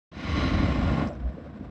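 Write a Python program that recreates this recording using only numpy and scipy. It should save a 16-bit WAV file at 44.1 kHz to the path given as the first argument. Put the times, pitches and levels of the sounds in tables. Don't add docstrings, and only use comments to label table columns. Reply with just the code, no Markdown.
import sys
import numpy as np
from scipy import signal
from scipy.fft import rfft, irfft
from scipy.io import wavfile
from scipy.ndimage import uniform_filter1d

SR = 44100
rng = np.random.default_rng(int(sys.argv[2]) if len(sys.argv) > 2 else 0)


def output_pcm(signal):
    pcm = np.clip(np.atleast_2d(signal).T, -1, 1) * 32767
    wavfile.write(sys.argv[1], SR, np.round(pcm).astype(np.int16))


N = 74970

# frequency in Hz, relative level in dB.
TRAIN_TONE = [(60, -10), (130, 2), (240, 1.5), (320, -2), (400, -14.5), (500, -9.5), (690, -9.5),
              (860, -23.5), (1080, -15.5), (1320, -23), (1450, -18.5), (1900, -25.5), (2800, -33),
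              (4000, -37), (4600, -42.5), (5200, -41.5), (7000, -55), (7900, -52), (8700, -65.5),
              (14000, -66)]
# time in seconds, level in dB.
TRAIN_LOUDNESS = [(.12, -46), (1.15, -40.5), (1.38, -41), (1.58, -43.5), (1.7, -40.5)]
# start and end in seconds, pitch in Hz, width in Hz, level in dB.
RAIL_NOTES = [(0.64, 1.124, 7590, 270, -70.5), (.9, 1.09, 10060, 200, -83), (.66, 1.8, 7520, 70, -92)]
# time in seconds, level in dB.
TICK_TIMES = [(1.073, -48.5), (1.085, -55), (1.132, -62), (1.152, -65)]
# start in seconds, level in dB.
KNOCK_TIMES = [(0.167, -36.5), (1.609, -30.5)]
# pitch in Hz, relative level in dB, seconds to fade by 60 dB.
KNOCK_TONES = [(207, 3, 0.046), (255.6, 6.5, .06), (335, -19, .035)]
# peak time and half length in seconds, pitch and width in Hz, level in dB.
HOLLOW_SWELLS = [(0.352, 0.034, 1107, 60, -36.5), (0.447, .045, 4000, 150, -43.5),
                 (0.63, 0.033, 274, 60, -28), (1.012, 0.032, 1050, 70, -39.5),
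                 (1.017, .035, 1424, 70, -43.5), (1.1, 0.039, 571, 130, -37.5),
                 (1.246, 0.03, 133, 50, -39.5), (1.273, 0.054, 630, 90, -47.5),
                 (1.383, 0.024, 493, 80, -42), (1.481, 0.033, 525, 120, -47.5),
                 (1.562, 0.037, 207, 40, -41.5)]
# frequency in Hz, relative level in dB.
RUMBLE_TONE = [(20, -27), (40, -23.5), (53, -8), (70, -0.5), (96, -7.5), (118, -16), (170, -34)]
# time in seconds, level in dB.
RUMBLE_LOUDNESS = [(.12, -55), (.18, -40), (.225, -53), (.265, -31.5), (.39, -25), (.48, -30), (.565, -24),
                   (.72, -27.5), (.76, -29.5), (.915, -23.5), (.98, -40.5), (1.035, -29.5), (1.12, -43.5),
                   (1.19, -38), (1.37, -50), (1.44, -44.5), (1.57, -49), (1.7, -43.5)]
# frequency in Hz, relative level in dB.
ROAR_TONE = [(70, -32.5), (105, -9), (135, 0.5), (175, 0.5), (260, -1), (315, -3.5), (370, -14), (480, -34)]
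# frequency in Hz, relative level in dB.
RUSH_TONE = [(300, -20.5), (420, -4.5), (560, 0.5), (730, -1.5), (880, -7), (1150, -5.5), (1280, -7.5),
             (1600, -9.5), (2200, -6), (2700, -11), (3300, -12), (4500, -19.5), (5400, -22), (6800, -32.5),
             (8300, -41.5), (9300, -51.5), (14000, -58.5)]
# time in seconds, relative level in dB.
RUSH_LOUDNESS = [(.12, -24.5), (.2, -10), (.3, -4.5), (.4, 0.5), (.62, 0), (.8, 0), (.96, 1.5), (1.04, 2),
                 (1.08, -6.5), (1.12, -15.5), (1.2, -41)]
# pitch in Hz, width in Hz, relative level in dB, fading in dB per second.
RUSH_HOLLOWS = [(1088, 78, -40, 9), (1418, 40, -45, 9.5), (1800, 40, -49, 14.5), (2070, 160, -42, 20),
                (2964, 58, -53, 12), (3990, 110, -47, 24), (5045, 89, -54.5, 23.5), (6140, 100, -59, 35),
                (8270, 90, -74.5, 27)]


def undb(db):
    return 10 ** (np.asarray(db) / 20)


def clock():
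    return np.arange(N) / SR


def curve(rows):
    return undb(np.interp(clock(), *np.array(rows).T))


def noise(gain):
    hz = np.maximum(np.fft.rfftfreq(N, 1 / SR), 1)
    x = irfft(rfft(rng.standard_normal(N)) * gain(hz), N)
    return x / x.std()


def shaped_noise(points):
    freqs, db = np.array(points).T
    ends = lambda hz: np.minimum(hz / freqs[0], 1) ** 2 * np.minimum(freqs[-1] / hz, 1) ** 2
    return noise(lambda hz: undb(np.interp(np.log(hz), np.log(freqs), db)) * ends(hz))


def ringing(pitch_hz, width_hz):
    return noise(lambda hz: 1 / (1 + 2 * ((hz - pitch_hz ** 2 / hz) / (2 * width_hz)) ** 2))


def wobble(rate_hz):
    return noise(lambda hz: 1 / (1 + (hz / rate_hz) ** 2))


def steadied(x, span_s):
    power = uniform_filter1d(x ** 2, int(span_s * SR), mode="wrap")
    return x / np.sqrt(power + 1e-9)


def far_train(waver_db=1.5):
    wavering = shaped_noise(TRAIN_TONE) * undb(waver_db * wobble(32))
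    return steadied(wavering, 0.08) * curve(TRAIN_LOUDNESS)


def rails(fade_s=.04):
    t = clock()
    out = np.zeros(N)
    for start, end, hz, width, db in RAIL_NOTES:
        fade = np.clip(np.minimum(t - start, end - t) / fade_s + .5, 0, 1)
        out += ringing(hz, width) * undb(db) * fade
    return out


def ticks(rise_s=0.00063, fall_s=0.0042):
    t = clock()
    strength = np.zeros(N)
    for peak, db in TICK_TIMES:
        strength += undb(db) * np.exp(-np.maximum((t - peak) / fall_s, (peak - t) / rise_s))
    return strength * ringing(pitch_hz=5470, width_hz=800)


def knocks(rise_s=0.0026):
    out = np.zeros(N)
    for start, db in KNOCK_TIMES:
        age = np.maximum(clock() - start, 0)
        ring = sum(undb(tone_db - 60 * age / fade_s) * np.sin(2 * np.pi * hz * age)
                   for hz, tone_db, fade_s in KNOCK_TONES)
        out += undb(db) * ring * (1 - np.exp(-age / rise_s))
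    return out


def swells():
    out = np.zeros(N)
    for peak, half_length, hz, width, db in HOLLOW_SWELLS:
        hump = np.exp(-((clock() - peak) / half_length) ** 2)
        out += steadied(ringing(hz, width), 0.045) * undb(db) * hump
    return out


def tunnel_rumble(boom_s=1.265, boom_half_s=0.038, boom_hz=69.2, boom_db=-26):
    pitch = boom_hz * (1 + 0.11 * wobble(25))
    phase = 2 * np.pi * np.cumsum(pitch) / SR
    hump = np.exp(-((clock() - boom_s) / boom_half_s) ** 2)
    boom = np.sqrt(2) * np.sin(phase) * hump * undb(boom_db)
    rumble = steadied(shaped_noise(RUMBLE_TONE), 0.065) * curve(RUMBLE_LOUDNESS)
    return rumble + boom


def train_roar_and_hiss(lag_s=0.0057, flutter_db=1.5):
    loudness = np.interp(clock() - lag_s, clock(), curve(RUSH_LOUDNESS))
    fluttering = shaped_noise(ROAR_TONE) * undb(flutter_db * wobble(33))
    roar = steadied(fluttering, .08) * undb(-28)
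    hiss = shaped_noise([(8800, -1), (14000, -4)]) * undb(-81)
    return (roar + hiss) * loudness


def train_rush(treble_hz=1380, hollows_fade_from_s=0.39, flutter_db=0.82):
    before = np.maximum(hollows_fade_from_s - clock(), 0)
    after = np.maximum(clock() - hollows_fade_from_s, 0)
    rush = shaped_noise(RUSH_TONE) * undb(-34)
    freqs = np.fft.rfftfreq(N, 1 / SR)
    lows = irfft(rfft(rush) / (1 + (freqs / treble_hz) ** 4), N)
    treble_db = 15.5 * before - 15 * after
    rush = lows + (rush - lows) * undb(treble_db)
    for hz, width, db, fading in RUSH_HOLLOWS:
        rush += steadied(ringing(hz, width), .12) * undb(db - fading * after)
    flutter = undb(flutter_db * steadied(wobble(60), .2))
    return rush * curve(RUSH_LOUDNESS) * flutter


def scene():
    loud_part = train_rush() + train_roar_and_hiss() + tunnel_rumble()
    return (loud_part + far_train() + swells() + rails() + ticks() + knocks())[None]


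def record(dry):
    start_s, fade_in_s, fade_out_s, top_hz = .115, .003, .004, 14200
    t = clock()
    fade = np.clip(np.minimum((t - start_s) / fade_in_s, (t[-1] - t) / fade_out_s), 0, 1)
    treble_cut = signal.ellip(8, .2, 70, top_hz, fs=SR, output="sos")
    return signal.sosfilt(treble_cut, dry * fade)


dry = scene()
out = record(dry)
output_pcm(out)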